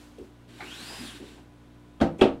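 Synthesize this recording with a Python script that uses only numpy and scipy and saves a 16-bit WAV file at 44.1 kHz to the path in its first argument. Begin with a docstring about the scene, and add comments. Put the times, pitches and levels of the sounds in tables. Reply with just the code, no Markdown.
"""A low mains hum hangs in a small concrete studio. After a small click, a squeegee is drawn
once across a printing screen: the blade hisses and scuffs over the taut mesh, and the weave
sings a rough note that rises and falls with the blade's speed. The stroke fades away.
Then the squeegee is set down against the frame with two loud wooden knocks,
each a crack of contact, a ring of the frame and a thump of the table."""
import sys
import numpy as np
from scipy import signal
from scipy.fft import rfft, irfft
from scipy.io import wavfile

SR = 44100
rng = np.random.default_rng(int(sys.argv[2]) if len(sys.argv) > 2 else 0)


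def output_pcm(signal):
    """Save a mono or channel-first signal as 16-bit PCM at the path in sys.argv[1].

    Samples are clipped to [-1, 1] before scaling.
    """
    pcm = np.clip(np.atleast_2d(signal).T, -1, 1) * 32767
    wavfile.write(sys.argv[1], SR, np.round(pcm).astype(np.int16))


N = 105840
T = np.arange(N) / SR
HZ = np.maximum(np.arange(N // 2 + 1) * SR / N, 1)
AGE = np.arange(SR // 2) / SR   # seconds since an event
ROOM_BUILD_S = 0.0041   # attack of the room's reverb


def from_db(db):
    """Decibels to gain."""
    return 10 ** (np.asarray(db) / 20)


def rms_one(x):
    """Scale to unit level."""
    return x / np.sqrt(np.mean(x ** 2) + 1e-20)


def in_time(rows):
    """A control curve at every sample."""
    return np.interp(T, *np.transpose(rows))


def at_hz(points, hz):
    """Read a table on a log-frequency axis."""
    freqs, values = np.transpose(points)
    return np.interp(np.log(hz), np.log(freqs), values)


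def noise(gain, size=N):
    """Unit noise with the given gain at each frequency."""
    gain = np.interp(np.arange(size // 2 + 1) * SR / size, HZ, gain)
    return rms_one(irfft(rfft(rng.standard_normal(size)) * gain, size))


def coloured(points):
    """Unit noise shaped by an EQ curve in dB."""
    return noise(from_db(at_hz(points, HZ)))


def drift(rate):
    """A smooth random wobble of unit level, mostly slower than `rate` Hz."""
    pole = np.exp(-2 * np.pi * rate * 8 / SR)
    white = rng.standard_normal(N // 8 + 2002)
    slow = signal.lfilter([1], [1, -2 * pole, pole * pole], white)[2000:]
    return np.interp(np.arange(N) / 8, np.arange(len(slow)), rms_one(slow))


def envelope(attack, t60, hold=0):
    """Straight attack, hold, exponential release."""
    release = np.exp(-np.log(1000) * np.maximum(AGE - attack - hold, 0) / t60)
    return np.clip(AGE / attack, 0, 1) * release


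def mode(hz, t60, attack):
    """One dying sine."""
    return envelope(attack, t60) * np.sin(2 * np.pi * hz * AGE)


def placed(events):
    """Lay (start in seconds, sound) pairs on the timeline."""
    out = np.zeros(N + SR)
    for start, sound in events:
        out[int(start * SR):int(start * SR) + len(sound)] += sound
    return out[:N]


# The hum's partials. Each row: frequency in Hz, level in dB.
HUM_PARTIALS = [(59.4, -58.5), (119.8, -57.5), (178.5, -66), (239.2, -62.5), (294.8, -59), (355, -71),
                (1001.8, -74), (1473, -78)]
# Room tone EQ. Each row: frequency in Hz, gain in dB.
AIR_EQ = [(20, -8), (32, -19), (44, -12.5), (60, -24.5), (90, -3), (150, -7), (205, -12.5), (275, -6.5),
          (330, -7.5), (400, -10.5), (600, -12), (1000, -17), (1250, -18), (2000, -22.5), (3600, -25.5),
          (5000, -32.5), (9000, -36), (15500, -44.5)]
AIR_DB, HUM_WAVER_DB = -58, 1.8

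def studio():
    """The bed: room air and a wavering mains hum."""
    hum = sum(from_db(db + HUM_WAVER_DB * drift(2.2)) * np.sin(2 * np.pi * (hz * T + rng.random()))
              for hz, db in HUM_PARTIALS)
    return np.sqrt(2) * hum + from_db(AIR_DB) * coloured(AIR_EQ)


# The rustle's fader. Each row: time in seconds, level in dB.
RUSTLE_FADER = [(0, -56.5), (.06, -59), (.15, -66), (.25, -63.5), (.36, -80)]
# Its EQ. Each row: frequency in Hz, gain in dB.
RUSTLE_EQ = [(500, 3), (1500, 0.5), (4000, -2), (9000, -8), (15000, -18)]

def handling():
    """A faint rustle of handling, gone when the stroke begins."""
    return coloured(RUSTLE_EQ) * from_db(in_time(RUSTLE_FADER)) * (T < RUB_FADER[0][0])


# The blade's catches. Each row: start in seconds, hold in seconds, release T60 in seconds,
# level in dB, centre in Hz, width in Hz.
SCUFF_CUES = [(.183, 0.018, 0.35, -47, 432, 106), (.604, 0.011, 0.18, -40, 2150, 330),
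              (.605, 0.012, 0.12, -51.5, 4070, 550), (0.594, 0.013, 0.33, -46.5, 805, 137),
              (0.605, 0.01, 0.26, -44.5, 1410, 700), (0.619, 0.0084, 0.53, -44, 292, 130),
              (0.712, 0.027, 0.21, -52, 1550, 200), (.895, 0.05, 0.21, -49.5, 860, 448.7),
              (0.989, 0.044, 0.067, -44, 230, 88.4), (1.038, .05, 0.31, -56, 9500, 900),
              (1.139, .02, 0.097, -56, 3800, 603), (1.196, 0.016, 0.53, -45, 336, 165),
              (1.261, 0.02, 0.13, -56.5, 3700, 500), (1.375, 0.013, 0.13, -57, 820, 500),
              (2.182, 0.026, 0.11, -61, 7000, 5030), (2.191, .014, .15, -49.5, 2440, 1010)]

def scuffs(attack=0.0026):
    """Short resonant rasps where the blade grips."""
    rasps = []
    for start, hold, t60, db, hz, width in SCUFF_CUES:
        band = noise(1 / (1 + ((HZ - hz) / (width * 0.55)) ** 2), size=len(AGE))
        rasps.append((start, from_db(db) * envelope(attack, t60, hold) * band))
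    return placed(rasps)


# The rubbing hiss's fader. Each row: time in seconds, level in dB.
RUB_FADER = [(.45, -88), (.49, -59.5), (.58, -53.5), (.64, -50), (.8, -45), (.94, -43.5), (1.06, -44.5),
             (1.12, -48), (1.17, -49.5), (1.215, -55), (1.28, -53.5), (1.34, -56.5), (1.39, -60),
             (1.44, -70), (1.5, -93)]
# EQs of the hiss and of the mesh as a drumhead. Each row: frequency in Hz, gain in dB.
RUB_EQ = [(300, -17), (520, -6.5), (800, -4), (1100, -5.5), (1400, -4.5), (2100, -4.5), (2700, -1.5),
          (3800, -2.5), (5000, -9.5), (6000, -7.5), (8500, -12.5), (10500, -17), (13000, -21.5),
          (15500, -27)]
DRUM_EQ = [(120, -37), (200, -3), (290, -1), (390, -6), (520, -16.5), (900, -54)]
# Mesh resonances and dips. Each row: centre in Hz, width in Hz, gain in dB.
MESH_BANDS = [(1565, 92, 7), (1800, 130, 3.5), (3700, 600, -0.5), (6300, 900, -6), (7640, 450, 3),
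              (9600, 800, 2), (11800, 600, 2)]
GRAIN_DB, GRAIN_PER_S = 0.37, 91
BRIGHT_ABOVE_HZ, BRIGHT_FOLLOWS = 7500, .15   # FOLLOWS: dB gained per dB of rubbing
DRUM_DB, DRUM_FOLLOWS, DRUM_WAVER_DB = -51, 0.46, 2.5

def rubbing():
    """The blade's grainy hiss, brighter as it rubs harder, over the low drumming of the mesh."""
    level_db = in_time(RUB_FADER)
    effort_db = level_db - level_db.max()
    mesh_db = sum(db / (1 + (2 * (HZ - hz) / width) ** 2) for hz, width, db in MESH_BANDS)
    hiss = noise(from_db(at_hz(RUB_EQ, HZ) + mesh_db)) * from_db(GRAIN_DB * drift(GRAIN_PER_S))
    hiss = signal.sosfilt(signal.butter(2, 450, "high", fs=SR, output="sos"), hiss)
    treble = irfft(rfft(hiss) / (1 + (BRIGHT_ABOVE_HZ / HZ) ** 4), N)
    hiss += treble * (from_db(BRIGHT_FOLLOWS * effort_db) - 1)
    drum = coloured(DRUM_EQ) * from_db(DRUM_DB + DRUM_FOLLOWS * effort_db + DRUM_WAVER_DB * drift(15))
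    touching = np.clip((level_db - max(RUB_FADER[0][1], RUB_FADER[-1][1])) / 20, 0, 1)
    return touching * (from_db(level_db) * hiss + drum)


# The blade's speed. Each row: time in seconds, threads crossed per second.
BLADE_SPEED = [(.5, 1693), (.62, 2130), (.70, 2980), (.79, 4000), (.885, 4960), (1.04, 4950), (1.058, 3900),
               (1.11, 3050), (1.2, 2610)]
# The note's partials. Each row: pitch multiple, relative level in dB at full speed,
# width as a fraction of the partial's mean frequency.
WEAVE_PARTIALS = [(1, -3.5, 0.047), (.9, -18, 0.058), (1.52, -14.5, .03), (2, -12, 0.038), (2.4, -25, .03)]
# The note's fader. Each row: time in seconds, level in dB.
WEAVE_FADER = [(.6, -70), (.64, -53), (.67, -47), (.71, -42.5), (.82, -46.5), (.9, -46.5), (1.0, -48),
               (1.045, -51), (1.07, -43), (1.11, -48.5), (1.14, -68), (1.2, -80)]
BITE_POWER = 1.3   # all partials but the first grow with this power of the speed
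SKEW_DB, SKEW_WIDTH, SKEW_HZ_PER_S = -5.5, 0.12, 20000
WEAVE_ROOM_DB, WEAVE_ROOM_T60_S = -0.5, 0.28

def weave():
    """The blade crosses the threads: a rough zip whose pitch is its speed, smeared by the room."""
    speed = in_time(BLADE_SPEED)
    phase = 2 * np.pi * np.cumsum(speed) / SR

    def partial(multiple, width):
        """A narrow noise band riding on a multiple of the pitch."""
        spread = width * multiple * speed.mean()
        angle = multiple * phase
        return rms_one(drift(spread) * np.cos(angle) + drift(spread) * np.sin(angle))

    bite = (speed / speed.max()) ** BITE_POWER
    note = sum(from_db(db) * partial(multiple, width) * (bite if k else 1)
               for k, (multiple, db, width) in enumerate(WEAVE_PARTIALS))
    # While the speed changes, the blade's ends run unevenly and the note spreads.
    skew = np.clip(np.abs(np.gradient(speed)) * SR / SKEW_HZ_PER_S, 0, 1)
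    note += skew * from_db(SKEW_DB) * partial(0.94, SKEW_WIDTH)
    gate = (T > WEAVE_FADER[0][0]) & (T < WEAVE_FADER[-1][0])
    note *= from_db(in_time(WEAVE_FADER)) * gate
    room = rng.standard_normal(len(AGE)) * envelope(ROOM_BUILD_S, WEAVE_ROOM_T60_S)
    reverb = signal.fftconvolve(note, room / np.linalg.norm(room))[:N]
    wet = from_db(WEAVE_ROOM_DB)
    return (note + wet * reverb) / np.hypot(1, wet)


# Edge ticks. Each row: start in seconds, level in dB.
TICK_CUES = [(0.187, -56), (2.218, -42)]
# Their EQ. Each row: frequency in Hz, gain in dB.
TICK_EQ = [(2000, -16), (5000, 6), (9000, 4), (15500, -7)]

def ticks(t60=0.012):
    """Hard edges meet: a bright tip on the opening click and on the loudest knock."""
    snap = envelope(1 / SR, t60)
    return coloured(TICK_EQ) * placed((start, from_db(db) * snap) for start, db in TICK_CUES)


# The concrete room's decay. Each row: frequency in Hz, T60 in seconds.
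ROOM_DECAY = [(150, 0.51), (500, 0.31), (1500, 0.26), (3500, 0.22), (8000, 0.21), (14000, 0.13)]

def room_burst(eq, starts, levels_db, direct_db, t60, attack):
    """A short noise burst at each start, with a room tail that dies band by band."""
    hits = list(zip(starts, from_db(levels_db)))
    spectrum, reverb = rfft(coloured(eq)), 0
    for k, (_, room_t60) in enumerate(ROOM_DECAY):
        band = at_hz([(row[0], j == k) for j, row in enumerate(ROOM_DECAY)], HZ)
        tail = envelope(ROOM_BUILD_S, room_t60)
        power = placed((start, (gain * tail) ** 2) for start, gain in hits)
        reverb += irfft(spectrum * band, N) * np.sqrt(power)
    direct = from_db(direct_db) * envelope(attack, t60)
    return reverb + coloured(eq) * placed((start, gain * direct) for start, gain in hits)


# The frame's modes. Each row: frequency in Hz, relative level in dB, T60 in seconds.
FRAME_MODES = [(220, -2, .3), (275, 0, .3), (334, -2, .32), (466, -7, .32), (523, -5, .26), (586, -3, .24),
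               (619, -5, .2), (664, -5, .24), (697, -8, .22), (781, -2, .22), (899, -13, .24),
               (1131, -18, .24), (1289, -14, .22), (1636, -18, .22)]
MAIN_MODE_HZ, MAIN_MODE_T60_S = 376, 0.13
FLEX_S = 0.004027   # the frame takes this long to start moving

def frame_rings(ring_db, main_db, contact_hz):
    """One wooden ring per knock; a soft contact barely wakes the high modes."""
    rings = np.outer(from_db(main_db), mode(MAIN_MODE_HZ, MAIN_MODE_T60_S, FLEX_S))
    for k, (hz, db, t60) in enumerate(FRAME_MODES):
        scatter_db = rng.normal(0, 1, len(ring_db))
        strength = from_db(ring_db + db + scatter_db) / (1 + (hz / contact_hz) ** 4)
        rings += np.outer((-1) ** k * strength, mode(hz, t60, FLEX_S))
    return rings


# Hits on the frame, from light taps to the loud set-down. Each row: start in seconds, then levels
# in dB of frame ring, main mode, clatter, crack and thump, then contact brightness in Hz.
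KNOCK_CUES = [(0.182, -49, -41, -62, -63.5, -57, 450), (.199, -43.5, -35.5, -62, -73, -55, 395),
              (1.026, -40, -46, -70, -80, -78, 315), (1.199, -43, -43, -61, -80, -76, 390),
              (2.001, -44.5, -61, -33.5, -49, -62, 2000), (2.010, -22.5, -21, -21.5, -44, -28.5, 3000),
              (2.188, -44, -35, -45.5, -59, -61, 900), (2.2111, -18.5, -6.5, -20, -24.5, -32.5, 2980),
              (2.250, -28.5, -14, -38, -60, -67, 1230)]
# EQs of the dense modes' clatter, the contact's crack and the table's thump.
# Each row: frequency in Hz, gain in dB.
CLATTER_EQ = [(120, -46), (150, 3), (190, 0.5), (350, 2.5), (410, -4.5), (435, -6), (500, 4), (620, -4),
              (790, -1), (1050, -11), (1270, -9), (2000, -17.5), (4000, -24.5), (6000, -33), (10000, -41),
              (15000, -54)]
CRACK_EQ = [(800, 3), (2000, -7), (2600, 3.5), (3300, 0), (4000, -6.5), (6000, -22.5), (9000, -24),
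            (15000, -49)]
THUMP_EQ = [(15, -42), (28, -26), (48, -1), (64, 9), (80, 4.5), (95, 0.5), (120, -0.5), (170, -1.5),
            (400, -57)]
# The handle's short high modes. Each row: frequency in Hz, dB against the crack, T60 in seconds.
HANDLE_MODES = [(2420, -2, .035), (2690, -1, .03), (2950, -2, .025), (3240, 2, .045), (3390, 1, .025)]
RING_DELAY_S = 0.003035   # the low modes start after the crack

def knocks():
    """Each knock cracks, sets the handle and frame ringing and thumps the table."""
    starts, ring_db, main_db, clatter_db, crack_db, thump_db, contact_hz = np.transpose(KNOCK_CUES)
    clatter = room_burst(CLATTER_EQ, starts, clatter_db, direct_db=-15.5, t60=0.053, attack=FLEX_S)
    crack = room_burst(CRACK_EQ, starts, crack_db, direct_db=3.5, t60=0.015, attack=FLEX_S / 2)
    ping = sum(from_db(db) * mode(hz, t60, FLEX_S / 2) * rng.choice([-1, 1])
               for hz, db, t60 in HANDLE_MODES)
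    handle = placed(zip(starts, np.outer(from_db(crack_db), ping)))
    frame = placed(zip(starts + RING_DELAY_S, frame_rings(ring_db, main_db, contact_hz)))
    thump_shapes = np.outer(from_db(thump_db), envelope(FLEX_S, t60=0.35))
    thump = coloured(THUMP_EQ) * placed(zip(starts, thump_shapes))
    return clatter + crack + handle + frame + thump


def scene():
    """The stroke, the knocks and the room, mixed to mono."""
    return (rubbing() + weave() + handling() + scuffs() + knocks() + ticks() + studio())[None]


CUTOFF_HZ = 15750

def record(dry):
    """A steep low-pass takes off the very top."""
    return signal.sosfilt(signal.ellip(12, .1, 90, CUTOFF_HZ, fs=SR, output="sos"), dry)


dry = scene()
out = record(dry)
output_pcm(out)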